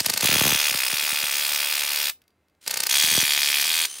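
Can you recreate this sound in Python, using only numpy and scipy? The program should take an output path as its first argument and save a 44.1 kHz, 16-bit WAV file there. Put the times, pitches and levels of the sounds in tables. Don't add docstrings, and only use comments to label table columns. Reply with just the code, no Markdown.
import sys
import numpy as np
from scipy import signal
from scipy.fft import rfft, irfft, next_fast_len
from scipy.io import wavfile
from scipy.ndimage import uniform_filter1d, map_coordinates

SR = 44100
rng = np.random.default_rng(int(sys.argv[2]) if len(sys.argv) > 2 else 0)


def wrap_up_sound(samples):
    columns = np.atleast_2d(samples).T
    tamed = np.clip(columns, -1, 1)
    steps = np.round(tamed * 32767).astype(np.int16)
    wavfile.write(sys.argv[1], SR, steps)


N = 176400
REBOUND_S, TOP_HZ = .0029, 15900


def amp(db):
    return 10 ** (np.asarray(db) / 20)


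def unit(x):
    return x / np.sqrt(np.mean(x ** 2) + 1e-20)


def along(points, hz):
    f, v = np.transpose(points)
    return np.interp(np.log(hz + 1), np.log(np.abs(f) + 1), v)


def grid():
    return np.fft.rfftfreq(2 * next_fast_len(N * 2 // 3), 1 / SR)


def filtered(x, response):
    return irfft(rfft(x, 2 * len(response) - 2) * response)[..., :N]


def colour(*spectra):
    hz = grid()
    gain = amp(sum(along(s, hz) for s in spectra))
    gain /= np.sqrt(np.mean(gain ** 2 * (hz < TOP_HZ)))
    cepstrum = irfft(np.log(np.maximum(gain, 1e-6)))
    cepstrum[1:len(hz) - 1] *= 2
    cepstrum[len(hz):] = 0
    return np.exp(rfft(cepstrum))


def resonances(rows):
    hz = np.geomspace(100, SR / 2, num=2000)
    curve_db = sum(db / (1 + (2 * (hz - centre) / width) ** 2) for centre, width, db in rows)
    return np.transpose([hz, curve_db])


def wobble(rate):
    knots = rng.standard_normal(int(N * rate / SR) + 4)
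    return map_coordinates(knots, [np.arange(N) * rate / SR])


def burst(t60):
    t = np.arange(2 * len(grid()) - 2) / SR
    z = rfft(rng.standard_normal(len(t)) * np.exp(-np.log(1000) * t / t60))
    flat = irfft(z / (np.abs(z) + .2 * np.abs(z).mean()))
    flat *= np.exp(-(np.minimum(t, 5 * (t[-1] - t)) / t60) ** 2)
    return rfft(flat / np.linalg.norm(flat))


def contacts(s, db, t60, *spectra, firm=1):
    # (frequency [Hz], power share [0-1])
    repeatable = [(300, .6), (750, 0.87), (3000, 0.84), (6000, 0.5), (14000, .3)]
    scatter_db = .8 * rng.standard_normal(len(s))
    size = amp(db + scatter_db) * np.sqrt(.003 * SR)
    taps = np.bincount(np.clip(np.round(s * SR).astype(int), 0, N), size, N + 1)[:N]
    decay = np.exp(-2 * np.log(1000) / (t60 * SR))
    clatter = np.sqrt(signal.lfilter([1 - decay], [1, -decay], taps ** 2)) * rng.standard_normal(N)
    share = np.clip(firm * along(repeatable, grid()), 0, 1)
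    body = colour(*spectra)
    alike = filtered(taps, body * burst(t60) * np.sqrt(share))
    return alike + filtered(clatter, body * np.sqrt(1 - share))


def ringing(s, db, modes):
    t = np.arange(SR // 2) / SR
    ring = sum(amp(level - 60 * t / t60) * np.cos(2 * np.pi * hz * t) for hz, level, t60 in modes)
    taps = np.bincount(np.round(s * SR).astype(int), amp(db), N)
    return signal.fftconvolve(taps, ring)[:N]


def room_tone():
    # (frequency [Hz], level [dB])
    air_eq = [(25, -42.5), (60, -11.5), (82, -8), (125, -13.5), (300, -11.5), (800, -18.5), (2100, -23.5),
              (3000, -29), (5000, -34.5), (9000, -37), (15800, -39.5)]
    hum_tones = [(80.7, -83.5), (1184, -94.5), (2095, -88), (2614, -92), (3973, -95.5)]
    hum = sum(amp(db) * np.sqrt(2) * np.sin(2 * np.pi * hz * np.arange(N) / SR) for hz, db in hum_tones)
    return amp(-71.5) * unit(filtered(rng.standard_normal(N), colour(air_eq))) + hum


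def motor():
    # (on [s], off [s], level [dB])
    pulls = [(-.1, 2.1, -35), (2.607, 2.665, -47.5), (2.66, 4.1, -39.5)]
    # (frequency [Hz], level [dB])
    gear_eq = [(60, -41), (300, -22), (1500, -14.5), (2700, -10), (3150, -9), (4500, -8.5), (6200, -10),
               (7500, -10.5), (9000, -8), (11000, -17), (15800, -17.5)]
    # (time [s], pitch [Hz], level [dB])
    whine_path = [(3.86, 2726, -56), (3.88, 2950, -49), (3.9, 3130, -41), (3.93, 3064, -42),
                  (3.95, 3110, -45.5), (4, 3260, -46)]
    harmonics = [-3.5, 0.5, 3]
    spin_up_s, spin_down_t60, gear_hz = .031, .033, 69.3
    t = np.arange(N) / SR
    throttle = sum(amp(db - 60 * np.maximum(t - off, 0) / spin_down_t60)
                   * (1 - np.exp(-np.maximum(t - on, 0) / spin_up_s)) for on, off, db in pulls)
    pulsing = amp(3 * np.sin(2 * np.pi * gear_hz * t) + 2 * wobble(700))
    gears = amp(-1.5) * throttle * filtered(rng.standard_normal(N), colour(gear_eq))
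    s, hz, db = np.transpose(whine_path)
    pitch = np.interp(t, s, hz) * (1 + .02 * wobble(1200))
    phase = 2 * np.pi * np.cumsum(pitch) / SR
    whine = sum(amp(gain_db) * np.sin(k * phase) for k, gain_db in enumerate(harmonics, 1))
    swell = amp(np.interp(t, s, db)) * (t > s[0])
    return pulsing * (gears + swell * whine)


def bench_thuds():
    # (time [s], level [dB])
    thuds = [(0.0023, -30), (0.06, -31.5), (0.0841, -36.5), (0.0989, -34), (0.1381, -36), (0.2257, -24),
             (0.2426, -22.5), (0.285, -23), (0.3123, -25.5), (0.3253, -24.5), (0.342, -27.5), (0.3533, -22),
             (0.3803, -30.5), (0.4078, -18), (0.4342, -27), (0.449, -21), (0.463, -21.5), (0.4755, -27),
             (0.49, -30.5), (0.5025, -29.5), (0.5172, -23), (0.5444, -28.5), (0.7087, -35.5), (0.741, -31),
             (0.926, -31.5), (1.024, -44), (1.1187, -37), (1.2264, -37.5), (1.338, -50), (3.0337, -32.5),
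             (3.0727, -37), (3.1092, -35), (3.1212, -31.5), (3.1474, -35), (3.1718, -21), (3.1829, -42.5),
             (3.2223, -30)]
    # (frequency [Hz], level [dB])
    bench_eq = [(25, -18.5), (60, -12), (110, 1.5), (220, 0.5), (400, -4.5), (900, -8.5), (1500, -11),
                (3000, -56)]
    delay_s = .15
    hz = grid()
    wave = amp(along(bench_eq, hz)) * np.exp(-4j * np.pi * delay_s * np.sqrt(hz))
    s, db = np.transpose(thuds)
    jolts = np.bincount(np.round(s * SR).astype(int), amp(db + .5), N)
    return filtered(jolts, wave / np.abs(irfft(wave)).max())


def slow_blows():
    # (time [s], level [dB])
    blows = [(.0042, -17.5), (0.0617, -15.5), (0.0994, -15), (.138, -18), (.1757, -15.5), (0.209, -16.5),
             (2.678, -19.5), (2.7104, -18), (2.741, -19.5), (2.7731, -18), (2.8042, -18.5), (2.8353, -17),
             (2.8684, -18)]
    # (lead before the blow [s], level against the blow [dB])
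    ticks = [(.0145, -13.5), (0.0112, -16.5), (.007, -21), (.0037, -9.5)]
    # (frequency [Hz], level [dB])
    body = [(35, -44.5), (60, -25), (197, -6.5), (280, -19), (425, -6), (537, -5.5), (1240, -5),
            (2450, -0.5), (2950, -2.5), (4700, 4.5), (5800, -1), (14700, -7.5), (15800, -11.5)]
    s, db = np.transpose(blows)
    lead, tick_db = np.transpose(ticks)
    climb = contacts((s[:, None] - lead).ravel(), (db[:, None] + tick_db).ravel(), .012,
                     body, [(1500, 5), (9000, -4)])
    snap = contacts(s, db - .5, .0071, body, [(1500, -4.5), (5000, 0), (10000, 3.5)])
    rebound = contacts(s + REBOUND_S, db - 6, .0065, body)
    rattle = contacts(s + REBOUND_S, db - 9.5, .034, body)
    return climb + snap + rebound + rattle


def hammering(runs, grip_eq, grip_peaks):
    # (frequency [Hz], gain [dB])
    graze_eq = [(700, -5), (3000, 3.5), (11000, -4.5)]
    strike_eq = [(300, 3), (1200, 3.5), (2500, 6), (4500, 1), (11000, -5)]
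    rebound_eq = [(700, -2), (2500, -1.5), (4500, 1.5), (11000, -0.5)]
    rattle_eq = [(300, -3), (800, -4.5), (2500, -1.5), (11000, -0.5)]
    # (frequency [Hz], level against the strike [dB], t60 [s])
    steel_modes = [(2475, -21, 0.024), (2702, -25, 0.065), (3380, -20, 0.028), (3420, -33.5, 0.11),
                   (4500, -29, .08), (4800, -38, .11)]
    graze_lead_s, last_rebound_s, strike_t60, rebound_t60 = .0017, .0051, .0055, .0086
    jaw_lag_s, jitter_s, bounce_jitter_s = 5e-6, 1e-5, 5e-5
    blows = [(at, *levels) for start, end, rate, *levels in runs for at in np.arange(start, end, 1 / rate)]
    s, strike_db, rebound_db, rattle_db = np.transpose(blows)
    s = s + jaw_lag_s * (-1) ** np.arange(len(s)) + jitter_s * rng.standard_normal(len(s))
    build_db = -3.5 * np.exp(-np.abs(s - s[0]) / .015)
    strike_db, rebound_db = strike_db + build_db, rebound_db + build_db
    slop = bounce_jitter_s * rng.standard_normal((3, len(s)))
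    body = grip_eq, resonances(grip_peaks)
    graze = contacts(s - graze_lead_s + slop[2], strike_db - 11, strike_t60, *body, graze_eq)
    strike = contacts(s, strike_db - .5, strike_t60, *body, strike_eq)
    rebounds = contacts(s + REBOUND_S + slop[0], rebound_db - 1.5, rebound_t60, *body, rebound_eq)
    rebounds += contacts(s + last_rebound_s + slop[1], rebound_db - 6.5, rebound_t60, *body, rebound_eq)
    rattle = contacts(s + last_rebound_s, rattle_db + 2, .061, *body, rattle_eq, firm=.3)
    return graze + strike + rebounds + rattle + ringing(s, strike_db, steel_modes)


def socket_shift(x):
    # (frequency [Hz], share [0-1])
    depth = [(2000, 0.05), (4500, .6), (9000, 0.99)]
    # (start [s], end [s])
    load_spells = [(.22, .72), (2.89, 3.22)]
    # (centre [Hz], width [Hz], gain [dB])
    load_peaks = [(2426, 370, -1.5), (3330, 310, 2.5), (4850, 1100, -1), (6340, 730, 5), (7300, 600, -0.5),
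                  (12930, 3000, -0.5)]
    hz, t, z = signal.stft(x, SR, nperseg=256, noverlap=192)

    def ripple(frames):
        blur = np.outer(np.hanning(9), np.hanning(frames))
        return unit(signal.fftconvolve(rng.standard_normal(z.shape), blur, 'same'))

    wander_db = (1.5 * ripple(frames=14) + 1.4 * ripple(frames=140)) * along(depth, hz)[:, None]
    load = uniform_filter1d(sum(1. * (t > on) * (t < off) for on, off in load_spells), size=20)
    load_db = np.outer(along(resonances(load_peaks), hz), load)
    return signal.istft(z * amp(wander_db + load_db), SR, nperseg=256, noverlap=192)[1][:N]


def grip_clicks():
    # (time [s], level [dB])
    clicks = [(2.218, -57.5), (2.2215, -66), (2.2394, -69), (2.2797, -57), (2.305, -69), (2.484, -67.5),
              (2.498, -70.5), (2.5496, -73)]
    # (frequency [Hz], level [dB])
    click_eq = [(300, -16), (2000, 2), (4700, 4), (8000, -6), (15000, -3)]
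    # (frequency [Hz], level against the click [dB], t60 [s])
    ping_modes = [(1480, -22, .35), (2110, -23, .3), (4715, -21, 0.28), (9900, -25, .15), (14700, -24, .08)]
    s, db = np.transpose(clicks)
    return contacts(s, db, .015, click_eq) + ringing(s, db, ping_modes)


def workshop(x):
    # (frequency [Hz], t60 [s])
    decay = [(100, 0.35), (1000, 0.1), (4000, 0.15), (15000, 0.12)]
    hz, t, z = signal.stft(rng.standard_normal(SR // 2), SR, nperseg=256)
    tail = signal.istft(z * amp(-60 * t / along(decay, hz)[:, None]), SR, nperseg=256)[1]
    return signal.fftconvolve(np.pad(x, (SR // 200, 0)), tail / np.linalg.norm(tail))[:N]


def scene():
    # (start [s], end [s], rate [blows/s], strike [dB], rebound [dB], rattle [dB])
    runs = [(0.224, 0.267, 64.7, -20.5, -15, -21), (0.2715, 0.553, 73, -17.5, -17, -26),
            (0.5595, 0.718, 73.7, -20, -19, -29), (0.726, 0.895, 64.8, -22, -20.5, -29),
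            (0.9004, 1.305, 73.6, -22.5, -21.5, -30), (1.3107, 1.703, 72.3, -23, -21.5, -29.5),
            (1.709, 2.102, 72.58, -25, -20.5, -31), (2.893, 2.936, 62, -19.5, -14.5, -23.5),
            (2.9408, 3.005, 71.34, -17.5, -15.5, -23.5), (3.0095, 3.217, 78, -18, -17, -22.5),
            (3.2241, 3.636, 72.2, -18, -20, -25), (3.6413, 3.859, 81.3, -20.5, -19.5, -27.5)]
    # (frequency [Hz], level [dB])
    open_eq = [(60, -54.5), (120, -30), (290, -22), (420, -22.5), (580, -9.5), (860, -10), (1250, -9.5),
               (1550, -8), (2100, -5), (2520, -0.5), (2950, -5), (3350, -2), (4100, -4.5), (5000, -3.5),
               (5800, -7.5), (6600, -7), (7500, -11.5), (8300, -7.5), (10500, -8), (14000, -8.5),
               (15800, -6.5)]
    fist_eq = [(60, -48), (120, -27), (330, -20), (550, -19.5), (740, -13.5), (1200, -14.5), (1600, -8.5),
               (2000, -6), (2450, 0), (2900, -6.5), (3300, 0.5), (3900, -4.5), (4550, -3), (5400, -5.5),
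               (6200, -7), (7500, -8.5), (9000, -5.5), (15800, -11.5)]
    # (centre [Hz], width [Hz], gain [dB])
    open_peaks = [(953, 70, 4), (1178, 100, 7.5), (1413, 54, 5.5), (3340, 200, 2), (5000, 220, 2),
                  (8270, 250, 2), (12500, 600, 2), (14900, 730, 1.5)]
    fist_peaks = [(723, 87, 5.16), (1010, 70, 4.02), (1147, 57.6, 2.7), (4600, 300, 2.8), (11800, 400, 2.5),
                  (15000, 390, 2.5)]
    # (frequency [Hz], side gain [dB])
    width_eq = [(100, -52), (250, -29.5), (500, -16.5), (1000, -18), (2500, -24.5), (5000, -22),
                (9000, -14), (14000, 1.5)]
    regrip_s = 2.4
    first = hammering([run for run in runs if run[0] < regrip_s], open_eq, open_peaks)
    second = hammering([run for run in runs if run[0] > regrip_s], fist_eq, fist_peaks)
    tool = socket_shift(first + second) + slow_blows() + motor() + grip_clicks()
    mid = tool + amp(-18) * workshop(tool) + bench_thuds() + room_tone()
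    diffuse = filtered(mid, 1j * burst(t60=.014).imag) + amp(-8) * workshop(workshop(mid))
    side = filtered(diffuse, amp(along(width_eq, grid())))
    return np.array([mid + side, mid - side])


def record(dry):
    return filtered(dry, np.clip((TOP_HZ - grid()) / 400 + .5, 0, 1) ** 2)


dry = scene()
out = record(dry)
wrap_up_sound(out)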